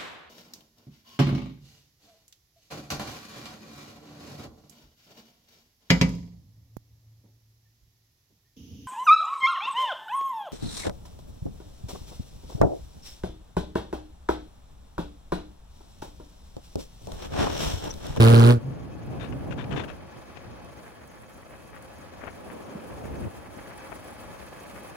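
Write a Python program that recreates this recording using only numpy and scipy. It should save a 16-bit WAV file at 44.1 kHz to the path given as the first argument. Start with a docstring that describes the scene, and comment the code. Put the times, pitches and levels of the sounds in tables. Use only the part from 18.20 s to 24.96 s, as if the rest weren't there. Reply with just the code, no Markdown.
"""On an open road, a pulsejet skateboard races along, heard from a camera on a pole at its front.
The jet fires about 116 times a second, is shut off, hoots softly once and flutters out.
The board coasts on: hard wheels roll and hiss on asphalt, and gusts thump and tear at the
microphone openings. The camera turns its volume down under the jet, then slowly back up."""
import sys
import numpy as np
from scipy.fft import rfft, irfft, next_fast_len
from scipy.io import wavfile
from scipy.ndimage import uniform_filter1d, map_coordinates

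SR = 44100
rng = np.random.default_rng(int(sys.argv[2]) if len(sys.argv) > 2 else 0)


def unload_audio(sound):
    """Save the sound as a 16-bit wav file, at the path given as the first command line argument."""
    columns = np.transpose(np.atleast_2d(sound))
    # keep every value between -1 and 1, then stretch to whole-number steps
    steps = np.round(np.clip(columns, -1, 1) * 32767)
    wavfile.write(sys.argv[1], SR, steps.astype(np.int16))


N = 298116


def pulsejet(shut_off_s=.385, jitter_rad=.03, mellowing=.035, sharpness=12):
    """Each firing makes the pipe buzz and gives a crack at the pressure peak, over the exhaust's roar."""
    # how often the jet fires (time [s], rate [Hz])
    firing_rate = [(0, 115), (.05, 113.5), (.11, 116), (.2, 116.3), (.26, 117), (.3, 121), (.335, 121),
                   (.38, 116)]
    # the pipe's tones (multiple of the firing rate, relative level [dB])
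    pipe_tones = [(1, 0), (2, -8.5), (3, -15.5), (4, -13), (5, -19), (6, -26.5), (7, -23.5), (8, -41),
                  (9, -25), (10, -26), (11, -27), (12, -25), (13, -31), (14, -30.5)]
    # swirling exhaust and the crack of a firing (frequency [Hz], relative level [dB])
    roar_spectrum = [(30, -26), (80, 1.5), (150, 4), (270, 1), (420, 4), (560, -4.5), (720, -9),
                     (1000, -10), (1380, -6.5), (1900, -18.5), (4000, -23), (15000, -38)]
    crack_spectrum = [(300, -25), (900, 14), (1400, 4.5), (1900, -1), (2500, 6.5), (4200, 4), (6000, -9),
                      (8300, -4), (10200, -6.5), (12500, -13.5), (16000, -15)]
    rate_hz, = curves(firing_rate)
    tone_db, blast_db = thrust()
    phase = 2 * np.pi * np.cumsum(rate_hz) / SR + jitter_rad * wobble(110) + 1.8
    tone = 0
    for k, db in pipe_tones:
        # overtones waver, and fade as the blast weakens
        overtone_db = wobble(40.6) + mellowing * k * (blast_db - blast_db[0])
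        steepening = .95 * (k - 1) ** 1.6  # gives each pressure wave a steep front
        tone += amp(db + (k > 1) * overtone_db) * np.cos(k * phase + steepening)
    pipe = amp(tone_db + 1.5) * tone
    roar_db = (tone_db + blast_db) / 2 - 4
    roar = amp(roar_db) * noise(roar_spectrum, alike=[(200, .56), (1400, .54), (4000, .16)])
    pulses = .07 + np.exp(sharpness * (np.cos(phase) - 1)) * flicker(1.6, 118.3)
    crack = amp(blast_db) * unit(pulses * flicker(2.3, 2500) * noise(crack_spectrum, alike=.81))
    # the camera body shields the left side from middle tones (frequency [Hz], right over left [dB])
    shield = [(200, .5), (380, 4), (1300, 3.5), (2300, -5)]
    shade = lambda hz: amp(along(shield, hz) * np.array([[-.5], [.5]]))
    drone = filtered(late_left(pipe + roar, lag_ms=.5), shade)
    running = np.clip((shut_off_s - clock()) / .012 + .5, 0, 1)
    return running * (drone + late_left(crack, lag_ms=.19) * pan(left_db=-3.5))


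def thrust(fuel_cut_s=.31, sag_db_per_s=14.5, tone_fall_db_per_s=172, blast_fall_db_per_s=440):
    """Relative dB of pipe tone and blast: the blast sags, then dies faster once the fuel is cut."""
    starved_s = np.clip(clock() - fuel_cut_s, 0, .5)
    sag_db = sag_db_per_s * np.minimum(clock(), fuel_cut_s)
    return -tone_fall_db_per_s * starved_s, -15.5 - sag_db - blast_fall_db_per_s * starved_s


def afterburn(hoot_s=.484, hoot_hz=132, hoot_db=-21.5, lit_s=.37, spent_s=1.57, fade_s=.019):
    """The last fuel flares and makes the hot pipe hoot once, then flutters in the gusts until spent."""
    # the dying flame (frequency [Hz], relative level [dB])
    flame_spectrum = [(40, -31), (85, -13), (115, 0.5), (135, 2), (170, -6.5), (230, -9), (280, -6.5),
                      (400, -18), (800, -23), (2000, -62)]
    t = clock()
    phase = 2 * np.pi * hoot_hz * t + .59 * wobble(59.2)
    tone = unit(np.sin(phase) + amp(-13) * np.sin(2 * phase))
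    hoot = amp(hoot_db) * swell(hoot_s, length=.072) * tone
    alight = np.exp(-np.abs(t - np.clip(t, lit_s, spent_s)) / fade_s)
    _, draught = gusts()
    flame = unit(flicker(1.5, 35.86) * noise(flame_spectrum, alike=.078))
    return hoot + amp(7) * alight * draught * flame


def wind(slowing_db_per_s=1.0):
    """Headwind and gusts thump each microphone opening separately, under a rush of passing air."""
    # low thumping and rushing air (frequency [Hz], relative level [dB])
    buffet_spectrum = [(20, -38), (35, -9), (60, 2.5), (90, 1), (150, -2.5), (250, -6.5), (400, -10.5),
                       (800, -24), (2000, -72)]
    rush_spectrum = [(80, -47), (190, -1), (330, -3.5), (520, -4), (800, -9), (1300, -18.5), (2200, -35.5),
                     (4000, -43), (9000, -54)]
    gusting, rushing = gusts()
    headwind = amp(-47 - slowing_db_per_s * clock())  # fades as the board slows
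    lumps = np.array([flicker(2.2, 30), flicker(2.2, 30)])
    flutter = np.array([flicker(1.8, 55), flicker(1.8, 55)])
    buffet = amp(4) * np.hypot(headwind, gusting) * unit(lumps * noise(buffet_spectrum, alike=.05))
    rush = rushing * unit(flutter * noise(rush_spectrum, alike=.067))
    return buffet + rush


def gusts():
    """Strengths of thumping and rushing air: each gust builds to a peak and dies away."""
    # gusts (peak time [s], build-up [s], die-away [s], relative thump [dB], relative rush [dB])
    gust_list = [(.5, 0.2, 0.39, -33, -36.5), (.95, 0.086, 0.066, -51, -32),
                 (1.24, 0.38, 0.47, -31.5, -34.5), (1.58, 0.11, 0.11, -31.5, -28),
                 (2.28, 0.1, 0.33, -43, -51.5), (4.06, 0.14, 0.093, -48, -55), (4.32, 0.17, 1, -64, -40.5),
                 (4.9, 0.2, 0.089, -43, -41), (5.06, 0.2, 0.033, -36.5, -45)]
    t = clock()
    power = 0
    for s, build, die, buffet_db, rush_db in gust_list:
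        shape = np.exp(-np.abs((t - s) / np.where(t < s, build, die)) ** 1.64)
        power += (amp([[buffet_db], [rush_db]]) * shape) ** 2
    return np.sqrt(power)


def eddies(waver_hz=200):
    """Swirls of air rasp and whistle on the left opening's edge; gusts fray into weaker rasps."""
    # swirls (time [s], length [s], relative level [dB], whistle pitch [Hz])
    swirls = [(1.029, 0.059, -31, 3640), (1.128, 0.0091, -31, 2600), (1.322, 0.027, -29, 2520),
              (1.402, .044, -31.5, 3540), (1.444, 0.0082, -31, 2540), (1.527, 0.035, -29, 3000),
              (1.588, 0.049, -25.5, 3510), (1.642, 0.014, -28.5, 2900), (1.7, 0.038, -34.5, 2710),
              (2.17, 0.027, -40, 2500)]
    # tearing air (frequency [Hz], relative level [dB])
    tear_spectrum = [(200, 4), (600, 4.5), (1100, 4), (1600, 4.5), (2050, -1.5), (2600, 1.5), (3500, -7.5),
                     (4500, -15.5), (6500, -19), (9000, -29), (15000, -69)]
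    drift = 2 * np.pi * np.cumsum(waver_hz * wobble(1500)) / SR
    edge_tones = sum(amp(db) * swell(s, length) * np.sin(2 * np.pi * hz * clock() + drift)
                     for s, length, db, hz in swirls)
    whistle = amp(-8) * edge_tones * unit(flicker(2.5, 400))
    tear = bursts(swirls) * unit(flicker(1.8, 170)) * rasp(tear_spectrum, ragged_db=2.5)
    _, rushing = gusts()
    fray = amp(-13) * rushing * unit(flicker(2.5, 70)) * rasp(tear_spectrum, ragged_db=2.5)
    return (tear + whistle) * pan(left_db=30) + fray * pan(left_db=6)


def wheels(bumpy_db=.8, patchy_db=2, hiss_db=-58):
    """Hard wheels on coarse asphalt make a gritty hiss and a roar that rings in the board."""
    # the roar on rougher and smoother asphalt (time [s], relative level [dB])
    road_levels = [(.4, -44), (2.4, -44.5), (3.05, -49.5), (3.9, -47.5), (5.25, -50.5), (5.6, -48.5),
                   (6.76, -48)]
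    # rolling roar and hiss (frequency [Hz], relative level [dB])
    roar_spectrum = [(40, -63), (120, -12.5), (200, -2.5), (320, 0), (420, -6), (540, 1.5), (800, -4),
                     (1200, -6), (1450, -10), (1750, -13), (2050, -13.5), (2450, -14), (2850, -20.5),
                     (3900, -20.5), (6000, -24), (12000, -54)]
    hiss_spectrum = [(2500, -18), (4200, -5), (5200, -5), (6600, 1.5), (8000, 3.5), (9200, 6),
                     (10100, 11.5), (11500, 3), (13000, 0.5), (15800, 1)]
    # how alike left and right sound (frequency [Hz], likeness [0 to 1])
    roar_alike = [(200, 0.65), (900, 0.037), (1500, 0.68), (2400, 0.32), (3500, 0.36), (7000, 0.72)]
    hiss_alike = [(4000, 0.54), (8000, 0.05), (11000, 0.68), (15000, 0.98)]
    # where wheels and board ring (frequency [Hz], width [Hz], boost [dB])
    resonances = [(521, 15, 4), (839, 23, 9), (1122, 20, 5), (1707, 63, 8), (2270, 130, 2.5),
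                  (2572, 26, 11.5), (3170, 260, 6.5), (4510, 89, 7), (5050, 55, 4.5)]
    roll_db, = curves(road_levels)
    road = wobble(45)
    boost = lambda hz: amp(sum(db / (1 + (2 * (hz - centre) / width) ** 2)
                               for centre, width, db in resonances))
    ringing = unit(filtered(noise(roar_spectrum, roar_alike), boost))
    roar = amp(roll_db + 3 + bumpy_db * road) * flicker(1.1, 130) * ringing * pan(left_db=1)
    patches = amp(patchy_db * (road + wobble(90)) / np.sqrt(2))
    grain = unit(patches * flicker(1.8, 2700) * noise(hiss_spectrum, hiss_alike))
    hiss = amp(hiss_db) * flicker(1, 4.9) * grain
    ticks = flicked_grit() * noise(hiss_spectrum, hiss_alike)
    treble = (hiss + ticks) * pan(left_db=-1.5)
    # board and tyres lie in different directions from the camera
    return late_left(roar, lag_ms=.08) + late_left(treble, lag_ms=.263)


def flicked_grit(decay_s=.034):
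    """Strength of the ticks from grit the wheels flick up: each starts suddenly and dies fast."""
    # flicked grains (time [s], relative level [dB])
    grains = [(2.4464, -36), (2.875, -35.5), (3.624, -33), (3.7824, -39), (5.577, -34.5), (5.8425, -41)]
    t = clock()
    return sum((t >= s) * amp(db - 11 - 60 * np.abs(t - s) / decay_s) for s, db in grains)


def bumps():
    """Each bump shakes the board a few times, making a thud."""
    # thuds (time [s], length [s], pitch [Hz], level [dB])
    thuds = [(2.285, 0.019, 115, -36), (4.041, 0.013, 260, -40.5), (4.522, 0.0077, 227, -39),
             (4.558, .012, 185, -33), (5.728, 0.0077, 614, -41)]
    return sum(amp(db) * swell(s, length) * np.sqrt(2) * np.sin(2 * np.pi * hz * (clock() - s))
               for s, length, hz, db in thuds)


def scuffs(faint_db=-53):
    """The board chatters over a few rough spots, and faintly at random between them."""
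    # rough spots (time [s], length [s], relative level [dB])
    rough_spots = [(3.555, 0.046, -48), (4.038, 0.0063, -34.5), (4.055, 0.08, -44.5), (4.079, 0.015, -33),
                   (4.311, 0.022, -40), (4.85, 0.02, -49), (5.725, 0.013, -38.5), (6.145, .035, -56)]
    # the chattering board (frequency [Hz], relative level [dB])
    chatter_spectrum = [(150, -2), (450, 4.5), (1000, 3), (1900, 2), (2600, -5), (3400, -17.5), (6000, -51),
                        (15000, -42)]
    faint = amp(faint_db) * unit(flicker(4, 35))
    return (bursts(rough_spots) * pan(left_db=17) + faint) * rasp(chatter_spectrum, ragged_db=3.5)


def faint_hiss(fade_db_per_s=1.0):
    """A faint, fluttering high hiss around 5-7 kHz that slowly fades."""
    # the faint high hiss (frequency [Hz], relative level [dB])
    faint_hiss_spectrum = [(1500, -32), (4000, -17), (5300, 4.5), (6800, 12), (8500, -44), (15000, -44)]
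    return amp(-66 - fade_db_per_s * clock()) * flicker(4, 60) * noise(faint_hiss_spectrum, alike=.76)


def amp(db):
    """Turn decibels into a multiplier."""
    return 10 ** (np.asarray(db) / 20)


def unit(x):
    """Scale a signal to an average power of 1."""
    return x / np.sqrt(np.mean(x ** 2) + 1e-20)


def clock():
    """Each sample's time in seconds."""
    return np.arange(N) / SR


def along(points, hz):
    """Read between (frequency [Hz], value) points, with octaves evenly spaced."""
    freqs, values = np.transpose(points)
    return np.interp(np.log(hz + 1), np.log(np.abs(freqs) + 1), values)


def curves(rows):
    """One value per sample for each column after the time."""
    times, *columns = np.transpose(rows)
    return [np.interp(clock(), times, column) for column in columns]


def wobble(rate):
    """A smooth curve through `rate` random points a second."""
    return map_coordinates(rng.standard_normal(int(N * rate / SR) + 4), [np.arange(N) * rate / SR])


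def flicker(db, rate):
    """A volume that wanders by about `db` decibels, `rate` times a second."""
    return amp(db * wobble(rate))


def swell(s, length):
    """A burst of height 1 around time s that starts abruptly and ends softly."""
    offset = np.clip(2 * (clock() - s) / length, -3, 10)
    return np.exp(-np.abs(offset) ** np.where(offset < 0, 10, 2.5) / 2)


def bursts(rows):
    """The joint strength of several short bursts."""
    return np.sqrt(sum((amp(db) * swell(s, length)) ** 2 for s, length, db, *_ in rows))


def filtered(x, response):
    """Multiply each frequency in x by response(hz)."""
    size = next_fast_len(N + 8192, True)
    return irfft(rfft(x, size) * response(np.fft.rfftfreq(size, 1 / SR)), size)[..., :N]


def noise(spectrum, alike):
    """Stereo noise; `alike` is the left-right likeness, a number or (frequency [Hz], likeness) points."""
    def colour(hz):
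        likeness = along(alike, hz) if np.ndim(alike) else np.full_like(hz, alike)
        angle = np.arccos(np.clip(likeness, -1, 1)) / 2
        return amp(along(spectrum, hz)) * [np.cos(angle), np.sin(angle)]
    mid, side = filtered(rng.standard_normal((2, N)), colour)
    return unit(np.array([mid + side, mid - side]))


def rasp(spectrum, ragged_db):
    """Stereo noise roughened by a fast flicker."""
    return unit(flicker(ragged_db, 600) * noise(spectrum, alike=.23))


def pan(left_db):
    """Make the left side `left_db` louder than the right, keeping the total power."""
    return unit(amp([[left_db / 2], [-left_db / 2]]))


def late_left(x, lag_ms):
    """The sound reaches the right opening first."""
    return filtered(x, lambda hz: np.exp(1j * np.pi * hz * lag_ms / 1000 * np.array([[-1], [1]])))


def gain_control(x, ceiling_db=-10.5, recovery_db_per_s=2):
    """The camera's volume drops at once under a loud sound and creeps back afterwards."""
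    power = uniform_filter1d(np.mean(x ** 2, axis=0), size=3000)
    excess_db = np.maximum(10 * np.log10(np.abs(power) + 1e-12) - ceiling_db, 0)
    recovered_db = recovery_db_per_s * clock()
    return x * amp(recovered_db - np.maximum.accumulate(excess_db + recovered_db))


def scene():
    """Jet, board and wind, all close to the camera."""
    board = wheels() + bumps() + scuffs()
    return pulsejet() + afterburn() + board + wind() + faint_hiss() + eddies()


def record(dry):
    """The camera turns the jet down, rounds off the tallest peaks and cuts the highest treble."""
    held = gain_control(dry)
    rounded = held / (1 + np.abs(held / .85) ** 6) ** (1 / 6)
    return filtered(rounded, lambda hz: hz < 15830)


dry = scene()
out = record(dry)
unload_audio(out)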